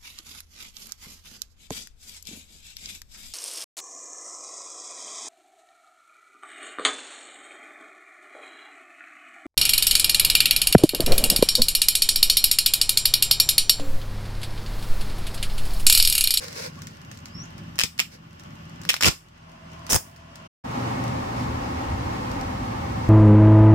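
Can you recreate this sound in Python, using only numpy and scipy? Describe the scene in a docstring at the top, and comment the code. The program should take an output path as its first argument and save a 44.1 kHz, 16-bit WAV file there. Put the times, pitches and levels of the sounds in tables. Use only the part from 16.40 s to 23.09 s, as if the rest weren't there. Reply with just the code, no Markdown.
"""Sticky label ripped off a wrapped tyre

Glue lets go in sharp ringing snaps, then fast runs of breaking threads shake the paper sheet, close by.
Fingers rub and crinkle the wrapping in an open workshop; a bird whistles, engines idle outside.
Gain control ducks the background after each loud tear.
After a short silence comes a louder street: filtered-noise rush, exhaust beats, faint cardboard ticks.
"""
import sys
import numpy as np
from scipy import signal
from scipy.fft import rfft, irfft, next_fast_len
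from scipy.io import wavfile
from scipy.ndimage import uniform_filter1d

SR = 44100
rng = np.random.default_rng(int(sys.argv[2]) if len(sys.argv) > 2 else 0)


def to_wav(s):
    """Save 16-bit WAV."""
    ch = np.atleast_2d(s).T  # columns
    pcm = np.round(np.clip(ch, -1, 1) * 32767)  # PCM
    wavfile.write(sys.argv[1], SR, pcm.astype(np.int16))


N = 295029
T = np.arange(N) / SR  # seconds

# The silence between workshop and street: start and end in seconds.
SILENCE_S = (4.072, 4.243)


def undb(db):
    """Turn decibels into gain."""
    return 10 ** (np.asarray(db) / 20)


def unit(x):
    """Scale to an rms of one."""
    return x / np.sqrt(np.mean(x ** 2))


def noise():
    """Two unrelated white noises."""
    return rng.standard_normal((2, N))


def walk(rate):
    """Random wavering: normal random values, so many per second, joined by straight lines."""
    knots = rng.standard_normal(1024)
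    return np.interp(T * rate, np.arange(len(knots)), knots)


def curves(rows):
    """Every column of a table after the time, joined by straight lines."""
    s, *columns = np.transpose(rows)
    return [np.interp(T, s, column) for column in columns]


def during(rows):
    """One between the first and last time of a table, zero outside."""
    return (T > rows[0][0]) & (T < rows[-1][0])


def envelope(start, length, attack_s, release_s):
    """A straight rise, a hold and an exponential release."""
    rise = np.clip((T - start) / attack_s, 0, 1)
    return rise * np.exp(-np.maximum(T - start - length, 0) / release_s)


def add(track, s, sound):
    """Mix a short sound in at time s."""
    i = int(s * SR)
    track[:, i:i + sound.shape[1]] += sound[:, :N - i]


def colour(x, points, size=4096):
    """Minimum-phase filter of unit energy through (Hz, dB) points, falling away beyond both ends."""
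    hz, db = np.transpose(points)
    octave = np.log2(np.maximum(np.arange(size // 2 + 1) * SR / size, 1))
    octaves_outside = np.abs(octave - np.clip(octave, np.log2(hz[0]), np.log2(hz[-1])))
    shape_db = np.interp(octave, np.log2(hz), db) - 18 * octaves_outside
    # folding the cepstrum makes the response causal
    cepstrum = irfft(np.log(undb(shape_db)))
    cepstrum[1:size // 2] *= 2
    cepstrum[size // 2 + 1:] = 0
    response = irfft(np.exp(rfft(cepstrum)))
    response = response[None] / np.linalg.norm(response)
    return signal.oaconvolve(np.atleast_2d(x), response, axes=1)[:, :N]


# Stereo width of diffuse sound. Each row: frequency in Hz, side level over mid level in dB.
DIFFUSE_WIDTH = [(60, -26.5), (110, -18), (200, -16), (380, 0), (700, 5.5), (1290, 3.5), (2380, 1),
                 (4400, 1), (8120, 0.5), (15000, 0.5)]


def spread(pair):
    """Two unrelated signals become a diffuse field: alike in the bass, wide above."""
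    hz, db = np.transpose(DIFFUSE_WIDTH)
    n = pair.shape[1]
    size = next_fast_len(n)
    f = np.maximum(np.arange(size // 2 + 1) * SR / size, 1)
    width = undb(np.interp(np.log(f), np.log(hz), db))
    side = irfft(rfft(pair[1], size) * width, size)[:n]
    return np.array([pair[0] + side, pair[0] - side])


def cracks(rows, decay_s, tail_db, tail_s):
    """Each fracture is a tight noise burst with a weaker, longer shiver of the sheet."""
    out, t = np.zeros((2, N)), T[:2048]
    shape = np.exp(-t / decay_s) + undb(tail_db) * np.exp(-t / tail_s)
    for s, db, *_ in rows:
        burst = rng.standard_normal((2, len(t))) * shape
        even = np.linalg.norm(shape) / np.linalg.norm(burst, axis=1, keepdims=True)  # equal energy
        add(out, s, undb(db) * burst * even)
    return out


def grains(rate, scatter_db, decay_s):
    """Fibres and glue threads break at random, a few much harder than the rest."""
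    size = undb(scatter_db * np.minimum(rng.exponential(size=N), 3))
    breaks = (rng.random(N) < rate / SR) * size
    energy = signal.lfilter([1], [1, -np.exp(-2 / (decay_s * SR))], breaks ** 2 + 1e-12)
    return unit(np.sqrt(energy) * noise())


# One tug in which the glue sticks and slips in a quick run of snaps: typical values before scatter.
STUTTER_S, SLIP_PERIOD_S = 2.4904, 0.00225
STUTTER_DB, STUTTER_RING_HZ, STUTTER_RING_DB = -4.5, 2970, 1.5


def stutter(jitter=0.12, scatter_db=3.0, ring_scatter=0.19, count=7):
    """Stick and slip: nearly regular snaps of uneven strength and ring in one tug."""
    gap, strength, ring = rng.standard_normal((count, 3)).T
    gaps = SLIP_PERIOD_S * np.exp(jitter * gap)
    times = STUTTER_S + np.cumsum(gaps) - gaps[0]
    levels = STUTTER_DB + scatter_db * strength
    pitches = STUTTER_RING_HZ * np.exp(ring_scatter * ring)
    return [(s, db, hz, STUTTER_RING_DB) for s, db, hz in zip(times, levels, pitches)]


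# Glue letting go. Each row: start in seconds, relative level in dB, ring of the taut sheet in Hz,
# ring share in dB.
GLUE_SNAPS = [(1.3895, -1, 2800, -3), (1.3964, -0.5, 2630, -4.5), (1.4070, -3.5, 2900, -14),
              (1.4140, -2.5, 2970, -2), (1.4360, 4, 3000, -16), (1.5895, -17, 2969, 4),
              (1.5943, -1, 2480, 4), (1.6007, 2, 2870, 0.5), (2.4516, -27, 1600, 0.5),
              (2.5335, -11.5, 3500, -9.5), (2.5412, -5, 1590, -4), (2.5650, -11, 2393, -11),
              (2.6087, -10, 1570, 0), (2.612, -7, 1480, -6), (2.6255, -3, 2040, -0.5),
              (2.6346, 5, 2370, -2), (2.645, -1.5, 2680, 11.5), (3.493, -26, 1300, -0.5),
              (3.504, -15, 5830, 0), (3.5130, -16, 5860, 6), (3.5215, -10.5, 5600, -4),
              (3.5338, -4.5, 5200, 1)]
# Tone of the crack. Each row: frequency in Hz, relative level in dB.
SNAP_TONE = [(180, -31.5), (300, -12), (787, -9), (2570, -0.5), (4520, -2), (5340, 3.5), (6100, -5),
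             (6960, -3), (10400, -11), (15200, -12.5), (16000, -25.5)]


def snaps(ring_s=0.00033, ring_db=1, crack_db=-2, ring_pan_db=-3.0, crack_pan_db=2):
    """The taut sheet rings for a few cycles at each snap; the ring reaches the left side first."""
    lag_s = 0.00014
    rings, sides = np.zeros((2, N)), np.array([[0.5], [-0.5]])
    t = np.maximum(T[:512] - np.array([[0], [lag_s]]), 0)
    swell = t / ring_s * np.exp(1 - t / ring_s)
    rows = GLUE_SNAPS + stutter()
    for s, db, hz, share_db in rows:
        add(rings, s, undb(db + share_db + ring_db) * swell * np.sin(2 * np.pi * hz * t))
    crack = colour(cracks(rows, decay_s=0.0008, tail_db=-16.5, tail_s=0.0083), SNAP_TONE)
    return rings * undb(ring_pan_db * sides) + crack * undb(crack_db + crack_pan_db * sides)


# Fast rips. Each row: start in seconds, length in seconds, tearing level in dB, sheet flutter level in dB,
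# lowest flutter frequency in Hz, threads per second, scatter of thread strength in dB, name of the tone.
FAST_RIPS = [(2.611, 0.0756, -3.5, -7.5, 44.8, 1300, 3, "long"),
             (2.705, .018, -21.5, -44, 52, 1600, 6, "long"),
             (3.493, 0.069, -10, -13, 34, 3100, 9.5, "last")]
# Tone of the rips named "long". Each row: frequency in Hz, relative level in dB.
LONG_RIP_TONE = [(180, -24), (300, 1), (930, -7.5), (1100, -1.5), (1660, -5), (2740, -0.5), (4160, -5.5),
                 (5160, 2), (6410, -7), (7320, -5), (11100, -15), (14500, -14), (16000, -28.5)]
# Tone of the rip named "last". Each row: frequency in Hz, relative level in dB.
LAST_RIP_TONE = [(300, 3.5), (900, 0.5), (1500, -2), (3000, -5), (4500, -10.5), (5000, 2.5), (6500, 3),
                 (9000, 1.5), (11500, -8), (15500, -4)]
# A rip starts at a share of full speed and reaches it after a share of its length.
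START_SPEED, SPEED_UP_SHARE = 0.17, 0.52
FLUTTER_POWER = 1.9  # how steeply the flutter grows with the freed length
RIP_RELEASE_S, FLUTTER_RELEASE_S = 0.0023, 0.0051


def rips():
    """Runs of breaking threads, louder as the pull speeds up; the sheet flutters more as it comes free."""
    out, tones = 0, {"long": LONG_RIP_TONE, "last": LAST_RIP_TONE}
    for s, length, tear_db, flutter_db, low_hz, rate, scatter_db, name in FAST_RIPS:
        freed = np.clip((T - s) / length, 0, 1)
        after = np.maximum(T - s - length, 0)
        speed = np.interp(freed, [0, SPEED_UP_SHARE], [START_SPEED, 1]) * (T > s)
        threads = grains(rate, scatter_db, decay_s=0.0015) * speed ** 2 * np.exp(-after / RIP_RELEASE_S)
        air = noise() * freed ** FLUTTER_POWER * np.exp(-after / FLUTTER_RELEASE_S)
        out = out + undb(tear_db) * colour(threads, tones[name])
        out = out + undb(flutter_db) * flutter(air, low_hz, high_hz=180)
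    return out


def flutter(x, low_hz=42, high_hz=270):
    """The loose sheet pushes air in a broad, heavily damped bass band."""
    band = signal.butter(2, [low_hz, high_hz], "band", fs=SR, output="sos")
    return signal.sosfilt(band, x) * np.sqrt(SR / 2 / (high_hz - low_hz))  # make up the lost power


# The wrapping drops back against the tyre when part of the label comes free. Each row: start in seconds,
# swing frequency in Hz, swing level in dB, flapping level in dB, decay in seconds.
WRAPPING_THUDS = [(1.436, 65, -19.5, -20.5, 0.009), (3.528, 48, -14.5, -26, 0.017)]


def thud():
    """Each time it is let go, the wrapping swings briefly and flaps the air."""
    out = 0
    for s, hz, db, flap_db, decay_s in WRAPPING_THUDS:
        t = np.maximum(T - s, 0)
        fall = np.exp(-t / decay_s) * (t > 0)
        swing = undb(db) * fall * np.sin(2 * np.pi * hz * t)
        flap = flutter(noise() * (fall + 1e-18) * undb(flap_db))
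        out = out + swing + flap
    return out


# Faint crinkling at random moments, as long as the wrapping is held.
CRINKLES_PER_S, CRINKLE_DB, CRINKLE_SCATTER_DB = 12, -45, 2.5


def crinkles():
    """Small creases give way at random moments until the silence."""
    times = np.cumsum(rng.exponential(size=128)) / CRINKLES_PER_S
    levels = CRINKLE_DB + CRINKLE_SCATTER_DB * rng.standard_normal(len(times))
    return [(s, db) for s, db in zip(times, levels) if s < SILENCE_S[0]]


# Fingers stroking paper and cardboard. Each row: start in seconds, length in seconds, relative level in dB.
FINGER_STROKES = [(-.01, 0.063, -39.5), (0.054, 0.11, -46.5), (.146, 0.12, -38.5), (.3, .26, -59.5),
                  (0.703, 0.054, -56), (1.693, 0.057, -45), (2.425, 0.07, -53.5), (4.94, 0.097, -50.5)]
STROKE_ATTACK_S, STROKE_RELEASE_S = 0.035, 0.012
# The loudest creases buckling under the fingers. 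Each row: start in seconds, relative level in dB.
LOUD_CREASES = [(0.0824, -28.5), (0.128, -29.5), (0.4197, -29.5), (0.4704, -27.5), (0.7146, -30.5),
                (0.7734, -36), (0.857, -29.5), (1.1804, -38), (1.3568, -35), (1.383, -27), (1.579, -26),
                (1.9966, -32.5), (2.036, -38), (2.4157, -33.5), (2.435, -34), (3.1178, -42), (3.4665, -29),
                (3.7618, -36.5), (3.9567, -30)]
# Cardboard flaps ticking. Each row: start in seconds, relative level in dB.
CARDBOARD_TICKS = [(4.64, -30.5), (4.679, -32), (5.915, -30.5), (6.012, -30.5)]
# Tone of the rubbing. Each row: frequency in Hz, relative level in dB.
RUBBING_TONE = [(380, -8.5), (490, 5), (580, 0), (720, -16), (1080, -7), (1270, -16.5), (1500, -4.5),
                (1800, -8), (2150, -4), (3200, -14.5), (4100, -7), (5300, -4), (6200, -10), (9500, -17.5),
                (15500, -23)]
# Tone of creases and ticks. 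Each row: frequency in Hz, relative level in dB.
CREASE_TONE = [(900, -9), (1600, 2), (3300, -3.5), (5400, 2.5), (7000, -1.5), (9500, -8.5), (15500, -14)]


def handling():
    """Fingers slide in a stream of tiny grains, creases buckle and cardboard ticks."""
    pressure = sum(undb(db) * envelope(s, length, STROKE_ATTACK_S, STROKE_RELEASE_S)
                   for s, length, db in FINGER_STROKES)
    rubbing = grains(rate=3100, scatter_db=3.0, decay_s=0.0017) * pressure
    rows = LOUD_CREASES + crinkles() + CARDBOARD_TICKS
    ticks = colour(cracks(rows, decay_s=0.0013, tail_db=-11.5, tail_s=0.01), CREASE_TONE)
    return spread(colour(rubbing, RUBBING_TONE)) + undb(-4) * ticks


def squeak(s=0.387, hz=1150, glide=5, width_s=0.012, db=-45):
    """A fingertip sticks and slips on the glossy wrapping: a short rough upward squeak."""
    pitch = hz * (1 + glide * np.clip(T - s, -0.05, 0.05) + 0.022 * walk(400))
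    swell = np.exp(-((T - s) / width_s) ** 2)
    return undb(db) * swell * np.sin(2 * np.pi * np.cumsum(pitch) / SR)


def room(x, t60_low=0.22, t60_high=0.3, build_s=0.0012, early_s=0.028, early_db=7, treble_db=-2):
    """Floor and tyre return early echoes; the workshop adds a short tail, modelled as decaying noise."""
    t = T[:SR // 2]
    low, high = rng.standard_normal((2, 2, len(t)))
    low = signal.sosfilt(signal.butter(4, 7500, fs=SR, output="sos"), low)
    high = signal.sosfilt(signal.butter(2, 7500, "high", fs=SR, output="sos"), high)
    tail = low * undb(-60 * t / t60_low) + high * undb(treble_db - 60 * t / t60_high)
    build_up = 1 - np.exp(-(t / build_s) ** 2)
    early_boost = 1 + undb(early_db) * np.exp(-t / early_s)
    tail = tail * build_up * early_boost
    tail = signal.sosfilt(signal.butter(1, 900, "high", fs=SR, output="sos"), tail)
    return signal.oaconvolve(np.atleast_2d(x), tail / np.linalg.norm(tail[0]), axes=1)[:, :N]


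# A thin rising chirp. Each row: time in seconds, pitch in Hz, relative level in dB.
BIRD_CHIRP = [(.90, 4700, -57), (.935, 5210, -64), (.955, 5320, -42.5), (.99, 5590, -48),
              (1.025, 5920, -45), (1.042, 7100, -52), (1.055, 7260, -75)]


def chirp():
    """A small bird outside gives one upward whistle, wavering in pitch and level."""
    hz, db = curves(BIRD_CHIRP)
    phase = 2 * np.pi * np.cumsum(hz * (1 + 0.011 * walk(140))) / SR
    return undb(db - 3 + 2.9 * walk(110)) * np.sin(phase) * during(BIRD_CHIRP)


def engine(rate_rows, points, ring_s, rough, scatter_db):
    """Every firing sends the same echoing thump, unevenly loud, with a puff of turbulent gas."""
    hz = curves(rate_rows)[0] * (1 + 0.008 * walk(6))
    turns = np.cumsum(hz) / SR
    firings = np.diff(np.floor(turns), prepend=0) * undb(scatter_db * walk(25))
    t = T[:4096]
    echoes = rng.standard_normal(len(t)) * np.exp(-t / ring_s)
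    even = irfft(np.exp(1j * np.angle(rfft(echoes))))  # smeared in time, flat in colour
    thumps = unit(signal.oaconvolve(firings, even)[:N])
    gas = unit(noise() * np.exp(-(turns % 1) / hz / ring_s))
    pair = np.array([thumps, np.roll(thumps, 300)])  # a small delay sets the two channels apart
    return spread(colour(pair + rough * gas, points)) / np.hypot(1, rough)


def walls(x, echo_db=-20, count=14):
    """Weak reflections off the nearby floor and walls comb the sound from outside."""
    lags = rng.integers(SR // 700, SR // 70, count)
    echoes = sum((-1) ** k * np.roll(x, lag, axis=1) for k, lag in enumerate(lags))
    return unit(x + undb(echo_db) * echoes)


# Workshop background. Each row: time in seconds, relative levels in dB of hiss, idling engine and motor hum.
YARD_LEVELS = [(0, -45.5, -47, -53), (1.3, -43.5, -43, -46.5), (2.4, -43, -43.5, -50),
               (2.8, -43, -52.5, -44), (4.07, -43, -58, -49.5)]
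# Tone of the hiss. Each row: frequency in Hz, relative level in dB.
YARD_TONE = [(30, -15.5), (80, 13), (250, 8), (450, -3.5), (700, -3.5), (1150, -1), (1450, -3), (1700, -4),
             (2300, -7.5), (2850, -3.5), (3800, -15), (5300, -13), (8000, -23.5), (11000, -33.5),
             (15500, -37)]
# Firing rate of the idling engine. Each row: time in seconds, mean rate in Hz.
IDLE_FIRING = [(0, 14.2), (1.3, 15.5), (1.9, 15.1), (4.1, 15.2)]
# Tone of the idling engine. Each row: frequency in Hz, relative level in dB.
IDLE_TONE = [(35, -30), (60, -17), (92, 5.5), (125, -3.5), (165, 6.5), (200, -3), (245, -5.5), (340, -13.5),
             (500, -33)]
# Partials of the motor hum. Each row: multiple of the base pitch, relative level in dB.
HUM_PARTIALS = [(1, -2.5), (2, 4), (3, -2.5), (4, 7.5), (6, -16.5), (7, -36.5), (9, -14)]
HUM_HZ = 40.8  # mean base pitch


def yard():
    """Distant hiss, a slowly idling motorcycle and a steadier motor humming in harmonics."""
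    hiss_db, idle_db, hum_db = curves(YARD_LEVELS)
    hiss = spread(colour(walls(noise()), YARD_TONE)) * undb(hiss_db - 4.5 + 1.1 * walk(31))
    idle = engine(IDLE_FIRING, IDLE_TONE, ring_s=0.075, rough=0.31, scatter_db=-5.0) * undb(idle_db)
    phase = 2 * np.pi * np.cumsum(HUM_HZ * (1 + 0.0048 * walk(11))) / SR
    hum = unit(sum(undb(db + 2.4 * walk(7.11)) * np.sin(k * phase + 2 * np.pi * rng.random())
                   for k, db in HUM_PARTIALS))
    return hiss + idle + hum * undb(hum_db)


# Resonances of the drone. Each row: frequency in Hz, width in Hz, relative level in dB.
DRONE_RESONANCES = [(660, 20, 0.5), (1030, 83, -0.5), (1700, 700, -6.5)]
DRONE_S, DRONE_LENGTH_S, DRONE_ATTACK_S, DRONE_RELEASE_S = 2.94, 0.45, 0.15, 1.3
DRONE_DB = -51.5  # common gain of the resonances


def drone():
    """A faint, hollow drone of noise through a few resonances sets in far away, wavers and slowly fades."""
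    bands = 0
    for hz, width, db in DRONE_RESONANCES:
        band = unit(signal.lfilter(*signal.iirpeak(hz, hz / width, fs=SR), noise()))
        bands = bands + undb(db + 1.6 * walk(8)) * band
    return bands * undb(DRONE_DB) * envelope(DRONE_S, DRONE_LENGTH_S, DRONE_ATTACK_S, DRONE_RELEASE_S)


def whine(hz=12250, width_hz=300, db=-75, start_s=0.45, length_s=1.8, fade_s=0.3, faint_db=-83):
    """A faint, very high whine of narrow-band noise, a little stronger for a while before the long rip."""
    band = signal.butter(2, [hz - width_hz / 2, hz + width_hz / 2], "band", fs=SR, output="sos")
    level = undb(faint_db) + undb(db) * envelope(start_s, length_s, fade_s, fade_s / 2)
    return unit(signal.sosfilt(band, noise())) * level * undb(2 * walk(3.7))


# Tyre rush, loudest near its start as a vehicle goes by. Each row: time in seconds, mean level in dB.
RUSH_LEVEL = [(4.25, -37), (4.35, -32), (4.5, -31), (4.72, -32.5), (5.8, -32.5), (5.95, -32.5), (6.2, -34),
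              (6.69, -33.5)]
# Tone of the rush. Each row: frequency in Hz, relative level in dB.
RUSH_TONE = [(100, -33.5), (170, -7), (237, -0.5), (349, -9.5), (452, -14.5), (691, -14), (760, -11.5),
             (1000, -12), (1180, -14), (1450, -20.5), (2020, -22), (3570, -31), (5260, -32.5), (11200, -47),
             (14000, -47.5)]
# Deep rumble. Each row: time in seconds, mean level in dB.
RUMBLE_LEVEL = [(4.25, -47), (4.92, -38.5), (5.1, -32), (5.27, -36.5), (5.53, -28), (5.8, -34), (5.97, -30),
                (6.18, -39), (6.69, -33.5)]
# Tone of the rumble. Each row: frequency in Hz, relative level in dB.
RUMBLE_TONE = [(25, -20), (42, -7), (66, -1), (85, -0.5), (120, -11)]
# Nearer exhaust. Each row: time in seconds, mean level in dB.
EXHAUST_LEVEL = [(4.25, -38), (4.48, -30.5), (4.75, -30.5), (4.87, -39.5), (5.05, -30), (5.25, -39.5),
                 (6.3, -33), (6.5, -29), (6.69, -30.5)]
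# Firing rate of the exhaust. Each row: time in seconds, mean rate in Hz.
EXHAUST_FIRING = [(4.2, 23.79), (5, 23.65), (5.7, 22.56), (6.7, 21.58)]
# Tone of the exhaust. Each row: frequency in Hz, relative level in dB.
EXHAUST_TONE = [(70, -4.5), (95, -4), (117, 6), (160, -8), (245, -6), (330, -20)]


def street():
    """Tyre rush and rumble of traffic, with the beat of one nearer exhaust; each wavers on its own."""
    rush_db, rumble_db, exhaust_db = [curves(rows)[0] for rows in (RUSH_LEVEL, RUMBLE_LEVEL, EXHAUST_LEVEL)]
    rush = spread(colour(walls(noise()), RUSH_TONE)) * undb(rush_db + 0.31 * walk(12))
    rumble = spread(colour(noise(), RUMBLE_TONE)) * undb(rumble_db + 2.5 * walk(17))
    beat = engine(EXHAUST_FIRING, EXHAUST_TONE, ring_s=0.022, rough=0.57, scatter_db=0.0)
    return rush + rumble + beat * undb(exhaust_db + 1.3 * walk(7.9))


def scene():
    """Near paper and a far bird, over the yard outside and then, from mid-silence on, the street."""
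    paper = snaps() + rips() + thud() + handling() + squeak()
    bird = chirp()
    outside = np.where(T < np.mean(SILENCE_S), yard() + drone() + whine(), street())
    return paper + undb(-8.0) * room(paper) + undb(4.5) * (bird + room(bird)) + outside


THRESHOLD_DB, RATIO, RECOVERY_DB_PER_S = -20.5, 1.94, 14


def gain_control(x):
    """Loud sounds push the gain down at once; it recovers steadily, so the background ducks and swells back."""
    window = int(0.002 * SR)
    power = np.maximum(uniform_filter1d(np.mean(x ** 2, axis=0), window), 1e-12)
    cut_db = np.maximum(10 * np.log10(power) - THRESHOLD_DB, 0) * (1 - 1 / RATIO)
    recovered_db = RECOVERY_DB_PER_S * T
    held_db = np.maximum.accumulate(cut_db + recovered_db) - recovered_db
    return x * undb(-uniform_filter1d(held_db, window))


TOP_HZ = 15900  # highest frequency passed


def record(dry):
    """Gain control rides the level, a silence parts the two moments, peaks are rounded and the top is cut."""
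    fade_s = 0.0097
    before = np.clip((SILENCE_S[0] - T) / fade_s + 0.5, 0, 1)
    after = np.clip((T - SILENCE_S[1]) / fade_s + 0.5, 0, 1)
    rounded = np.tanh(gain_control(dry) * (before + after))
    return signal.sosfilt(signal.ellip(8, 0.2, 70, TOP_HZ, fs=SR, output="sos"), rounded)


dry = scene()
out = record(dry)
to_wav(out)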